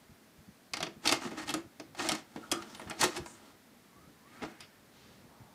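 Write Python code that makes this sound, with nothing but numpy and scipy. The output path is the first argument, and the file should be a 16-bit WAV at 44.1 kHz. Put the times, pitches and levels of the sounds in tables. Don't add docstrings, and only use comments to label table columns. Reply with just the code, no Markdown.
import sys
import numpy as np
from scipy import signal
from scipy.io import wavfile
from scipy.ndimage import uniform_filter1d

SR = 44100
rng = np.random.default_rng(int(sys.argv[2]) if len(sys.argv) > 2 else 0)


def store_pcm(level_fs):
    pcm = np.round(np.clip(level_fs, -1, 1) * 32767).astype(np.int16)
    wavfile.write(sys.argv[1], SR, np.atleast_2d(pcm).T)


N = 244314
TIME = np.arange(N) / SR


def amp(db):
    return 10 ** (np.asarray(db) / 20)


def unit(x):
    return x / np.sqrt(np.mean(x ** 2) + 1e-20)


def read(points, hz):
    table_hz, value = np.transpose(points)
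    return np.interp(np.log(hz + 1), np.log(table_hz), value)


def add(mix, s, sound):
    part = mix[max(round(s * SR), 0):][:len(sound)]
    part += sound[:len(part)]


def band(x, low_hz, high_hz, order=2):
    edges = [low_hz, np.clip(high_hz, low_hz + 1, SR / 2 - 1)]
    sections = signal.butter(order, edges, "band", fs=SR, output="sos")
    return signal.sosfilt(sections, x)


def colour(x, points, size=4096):
    hz = abs(np.fft.fftfreq(size, 1 / SR))
    log_gain = np.log(amp(read(points, hz)))
    taps = np.fft.ifft(np.exp(np.conj(signal.hilbert(log_gain)))).real
    return signal.oaconvolve(x, taps[:size // 2])[:N]


def drift(per_s):
    steps = rng.standard_normal(N)
    return unit(np.interp(TIME * per_s, np.arange(N), steps))


def grains(per_s, spread_db):
    size_db = spread_db * np.minimum(rng.exponential(1, N), 4)
    sizes = amp(size_db) * rng.choice([-1, 1], N)
    return unit(sizes * (rng.random(N) < per_s / SR))


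def gesture(start, length, shape):
    rise, sag, fall = shape
    t = TIME - start
    return amp(rise * np.minimum(t, 0) - sag * np.clip(t, 0, length) - fall * np.maximum(t - length, 0))


def knocks(grit=0.57, size=5000):
    # (time [s], clack [dB], thud [dB], snap [dB], tick [dB], chassis tone [Hz], ring of the struck part [Hz])
    blow_table = [(0.735, -26.5, -17, 2, -9.5, 285, 4760), (0.769, -31.5, -9, 2.5, -8, 300, 5730),
                  (0.804, -29, -8, -2, -17, 337, 708), (0.827, -24.5, -8, 0.5, -12, 198, 3290),
                  (0.866, -33.5, -2, -4, -27, 355, 654), (1.055, -27, -18, 3, -13, 363, 3360),
                  (1.074, -26.5, -6, 11, 1, 380, 4550), (1.091, -21.5, -30, 2.5, -9, 285, 4610),
                  (1.114, -24, -4, 0, -8, 277, 4670), (1.123, -19, -7, 1.5, -5.5, 364, 1136),
                  (1.251, -35, 6, -6, -30, 254, 1180), (1.315, -40, 7.5, -33, -15, 260, 800),
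                  (1.491, -28, -18, 0, -9, 326, 3300), (1.504, -33, -2, 2, -4, 293, 2650),
                  (1.539, -24.5, -2, -3, -4, 310, 1240), (1.798, -37, -0.5, -1, -13, 276, 670),
                  (1.948, -40.5, -16, -7.5, -17, 363, 750), (1.994, -31, -7, 1.5, -29, 327, 2470),
                  (2.088, -22.5, -33, 0, -4, 301, 5350), (2.093, -27.5, -22, 5.5, -12, 360, 780),
                  (2.118, -29, 0.5, 5.5, -1.5, 226, 1320), (2.15, -37, -9, 2, -3, 216, 795),
                  (2.36, -35.5, 6, -10.5, -21, 300, 750), (2.515, -27.5, -9, 7, 0, 401, 3280),
                  (2.521, -23.5, -3, -20, -2.5, 335, 1345), (2.622, -39.5, -5, 0, -12, 286, 1360),
                  (2.748, -41.5, -31, 4, -8, 283, 2100), (2.796, -35, -19, -14, -15, 189, 940),
                  (2.816, -38.5, -1.5, -12, -16, 306, 970), (2.874, -38.5, -20, -21, -30, 345, 1700),
                  (2.898, -35.5, -25, -12, -2, 242, 1350), (2.908, -28.5, -9.5, -6, -24, 322, 1740),
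                  (3.012, -25, -39, 4, 2, 342, 4410), (3.031, -16.5, -10.5, -26, -12, 327, 900),
                  (3.038, -22, 1.5, -4, 0, 347, 1370), (3.164, -32.5, -16, 0, -10, 325, 2800),
                  (3.173, -38, 6, 0, -1, 354, 1220), (3.26, -37, -17, -8, -10.5, 284, 980),
                  (4.42, -33.5, 3.5, -10, -40, 266, 2140), (4.428, -44.5, 0, 0, -32, 312, 780),
                  (4.448, -35.5, -18, -9, -36, 250, 794), (4.605, -43.5, -25, 2, -3, 252, 4930)]
    # (low edge [Hz], high edge [Hz], rise [s], t60 [s], trim [dB])
    registers = [(146, 463, 0.0046, 0.11, -5), (524, 2590, 0.001, 0.061, -5.5),
                 (2210, 5760, 0.00039, 0.038, -2.5), (5540, 11700, 0.00037, 0.028, 4.5)]
    s, clack_db, thud_db, snap_db, tick_db, thud_hz, ring_hz = np.transpose(blow_table)[:, :, None]
    t = np.arange(size) / SR

    def swell(rise, t60):
        return (1 - np.exp(-t / rise)) * amp(-60 * t / t60)

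    chassis = swell(rise=0.0011, t60=0.062) * np.sin(2 * np.pi * thud_hz * t)
    blows = amp(thud_db - 3.0) * chassis

    register = np.digitize(ring_hz, [registers[2][0], registers[3][0]])
    ring_db = np.choose(register, [0 * s, snap_db, tick_db])
    ring = swell(rise=0.00029, t60=0.028) * np.sin(2 * np.pi * ring_hz * t)
    blows += amp(ring_db - 3.5) * ring

    for (low, high, rise, t60, trim_db), db in zip(registers, (thud_db, 0, snap_db, tick_db)):
        envelope = swell(rise, t60)
        noise, sizes = rng.standard_normal((len(s), 2, size)).swapaxes(0, 1)
        gritty = noise * np.exp(grit * sizes)
        rattle = band(gritty * envelope, low, high, order=3)
        rattle *= np.linalg.norm(envelope) / np.linalg.norm(rattle, axis=1)[:, None]
        blows += amp(db + trim_db) * rattle

    out = np.zeros(N)
    for start, blow in zip(s[:, 0], amp(clack_db) * blows):
        add(out, start, blow)
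    return out


def slide():
    # (start [s], length [s], level [dB], extra level of the hiss [dB])
    strokes = [(1.056, 0.097, -35, 0), (1.22, 0.061, -42, -2.5), (1.308, 0.039, -47, -6.5),
               (1.379, 0.053, -41.5, -4.5), (1.483, 0.017, -40, 1.5), (1.536, 0.067, -49.5, -20),
               (1.993, 0.16, -35.5, -2.5), (2.142, 0.047, -46, 1), (3.011, 0.044, -33, 4.5),
               (3.086, 0.053, -49.5, 1), (3.163, 0.0046, -40.5, 2), (4.428, 0.022, -43, -10)]
    # (rise [dB/s], sag [dB/s], fall [dB/s])
    stroke_shape = (790, 33, 560)
    pressure = [amp(db) * gesture(s, length, stroke_shape) for s, length, db, _ in strokes]
    edge = [p * amp(bright_db) for p, (*_, bright_db) in zip(pressure, strokes)]

    grip = amp(1.95 * drift(per_s=130))
    slips = grains(per_s=3000, spread_db=3) * grip
    fine_slips = grains(per_s=2200, spread_db=0.5) * grip
    groan = amp(-7.5) * unit(band(slips, 240, 342))
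    rasp = amp(-2.5) * unit(band(slips, 570, 2150))
    hiss = amp(-2.0) * unit(band(fine_slips, 1800, 8200))
    return np.max(pressure, axis=0) * (groan + rasp) + np.max(edge, axis=0) * hiss


def gears():
    # (start [s], length [s], load before the mix [dB])
    gear_runs = [(2.353, 0.15, -57), (2.522, 0.735, -52), (3.312, 0.2, -58), (3.974, 0.05, -80),
                 (4.35, 0.19, -58.5)]
    # (rise [dB/s], sag [dB/s], fall [dB/s])
    gear_shape = (165, 9.8, 350)
    # (frequency [Hz], relative level [dB])
    gear_colour = [(60, -51), (220, 9.5), (450, -2.5), (800, -1), (1400, 1), (2300, -8.5), (3200, -6.5),
                   (5500, -10.5), (9000, -11), (15000, -23)]
    load = np.max([amp(db) * gesture(s, length, gear_shape) for s, length, db in gear_runs], axis=0)
    teeth = grains(per_s=2000, spread_db=1.0) * amp(1.2 * drift(per_s=84))
    return load * unit(colour(teeth, gear_colour))


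def case(x):
    # (frequency [Hz], t60 [s], level over the direct sound [dB])
    modes = [(218.5, 0.25, -2.5), (336.5, 0.13, 2.5), (440, 0.94, -43), (645, 0.065, 0),
             (746.7, 0.12, -1.5), (985, 0.067, -26), (983, 0.14, -24), (1375, 0.025, -5.5),
             (1856, 0.055, 0), (2134, 0.14, 1), (3000, 0.24, -55), (3940, 0.094, -9), (4340, 0.11, 0.5),
             (4900, 0.075, -35), (5870, 0.055, -34)]
    t = np.arange(SR // 5) / SR
    ringing = np.zeros(len(t))
    for hz, t60, db in modes:
        decay = np.exp(-np.log(1000) * t / t60)
        even = 2 * decay / decay.sum()
        ringing += amp(db) * even * np.cos(2 * np.pi * hz * t)
    return x + signal.oaconvolve(x, ringing)[:N]


def squeaks():
    # (start [s], length [s], centre [Hz], width [Hz], level before the swell [dB])
    squeak_table = [(2.428, 0.042, 1360, 219, -48.5), (2.507, 0.13, 1315, 260, -44),
                    (2.68, 0.12, 5560, 1100, -61), (2.752, 0.11, 9600, 1000, -58.5),
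                    (3.251, 0.15, 7800, 2830, -54), (4.264, 0.6, 1850, 1010, -60.5),
                    (4.599, 0.099, 4880, 700, -61.5), (4.6, 0.062, 2720, 1710, -53.5),
                    (4.919, 0.39, 2980, 4320, -62.5), (5.251, 0.55, 874, 613, -65.5)]
    out = np.zeros(N)
    for s, length, hz, width, db in squeak_table:
        progress = np.linspace(0, 1, int(length * SR))
        noise = band(rng.standard_normal(SR), max(hz - width / 2, 100), hz + width / 2)
        friction = unit(noise[-len(progress):])
        swell = np.sin(np.pi * np.sqrt(progress))
        add(out, s, amp(db) * friction * swell)
    return out


def whine():
    # (start [s], length [s], starting pitch [Hz], level before the fades [dB])
    spin_ups = [(3.966, 0.062, 1128, -67), (4.227, 0.27, 1020, -63)]
    # (rise [dB/s], sag [dB/s], fall [dB/s])
    spin_shape = (170, 15, 100)
    top_speed_hz, spin_up_s = 1740, 0.27

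    def strand(phase, steady):
        rough = drift(per_s=130) * np.sin(phase) + drift(per_s=130) * np.cos(phase)
        return steady * np.sin(phase) + rough

    out = np.zeros(N)
    for s, length, start_hz, db in spin_ups:
        lag = np.exp(-np.maximum(TIME - s, 0) / spin_up_s)
        hz = top_speed_hz + (start_hz - top_speed_hz) * lag
        turn = 2 * np.pi * np.cumsum(hz) / SR
        tone = unit(strand(turn, steady=0.9) + amp(-8) * strand(1.7 * turn, steady=0.5))
        out += amp(db) * gesture(s, length, spin_shape) * tone
    return out


def stand(x):
    shake = np.sqrt(abs(uniform_filter1d(x ** 2, size=1500)) + 1e-14)
    rumble = unit(band(rng.standard_normal(N), 41.0, 137))
    return amp(-36.5) * shake ** 0.56 * rumble


def bumps(rise=0.0114):
    # (time of the swell's peak [s], level [dB])
    bump_table = [(0.097, -51.5), (0.388, -52), (0.484, -50), (0.97, -51.5), (1.65, -51.5), (2.87, -43.5),
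                  (3.197, -40), (4.081, -57), (4.436, -48), (5.411, -49)]
    out, t = np.zeros(N), np.arange(SR // 4) / SR
    shape = t / rise * np.exp(1 - t / rise)
    for s, db in bump_table:
        thump = band(rng.standard_normal(len(t)) * shape, 48, 176)
        add(out, s - rise, amp(db) * unit(thump) * np.sqrt(np.mean(shape ** 2)))
    return out


def reflections(x, t60s, delay):
    hz, t, z = signal.stft(rng.standard_normal(SR // 2), SR, nperseg=256)
    decay = amp(-60 * t / read(t60s, hz)[:, None])
    tail = signal.istft(z * decay, SR, nperseg=256)[1]
    tail *= np.clip(np.arange(len(tail)) / SR / delay - 1, 0, 1)
    return signal.oaconvolve(x, tail / np.linalg.norm(tail))[:N]


def air():
    # (frequency [Hz], relative level per Hz [dB])
    hiss_colour = [(20, -28), (60, -27), (130, -13), (230, -3.5), (340, -10.5), (500, -13.5), (640, -13),
                   (950, -16), (2060, -18), (2700, -22.5), (4200, -22.5), (7000, -26.5), (15000, -29)]
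    hiss = unit(colour(rng.standard_normal(N), hiss_colour))
    rumble = unit(band(rng.standard_normal(N), 69, 324)) * amp(4.7 * drift(per_s=11))
    hum = np.sin(2 * np.pi * 215 * TIME + 1.7 * drift(per_s=10.0)) * amp(0.28 * drift(per_s=4.4))
    return amp(-61.5) * hiss + amp(-69.5) * rumble + amp(-75.5) * hum


def scene():
    # (frequency [Hz], t60 [s])
    room_t60s = [(150, 0.35), (500, 0.3), (1500, 0.27), (5000, 0.24), (9000, 0.17), (15000, 0.19)]
    shelf_t60s = [(300, 0.22), (4000, 0.082), (12000, 0.066)]  # (frequency [Hz], t60 [s])
    deck = amp(-0.5) * case(knocks() + slide() + gears()) + squeaks() + whine()
    shelf = band(reflections(deck, shelf_t60s, delay=0.001), 430, 12000)
    room = reflections(deck, room_t60s, delay=0.0093)
    return (deck + amp(-9.5) * shelf + amp(-13.5) * room + stand(deck) + bumps())[None]


def record(dry):
    # (frequency [Hz], gain [dB])
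    mic = [(40, -9.5), (120, -1.5), (260, 1), (500, -1), (800, 1), (1600, -3), (3000, -1.5), (5000, -1.5),
           (8000, -3), (12000, -8), (15500, 0)]
    edge_hz = 15600
    heard = colour(dry[0], mic) + air()
    low_pass = signal.firwin(401, edge_hz, window=("kaiser", 7), fs=SR)
    return signal.oaconvolve(heard, low_pass, "same")[None]


dry = scene()
out = record(dry)
store_pcm(out)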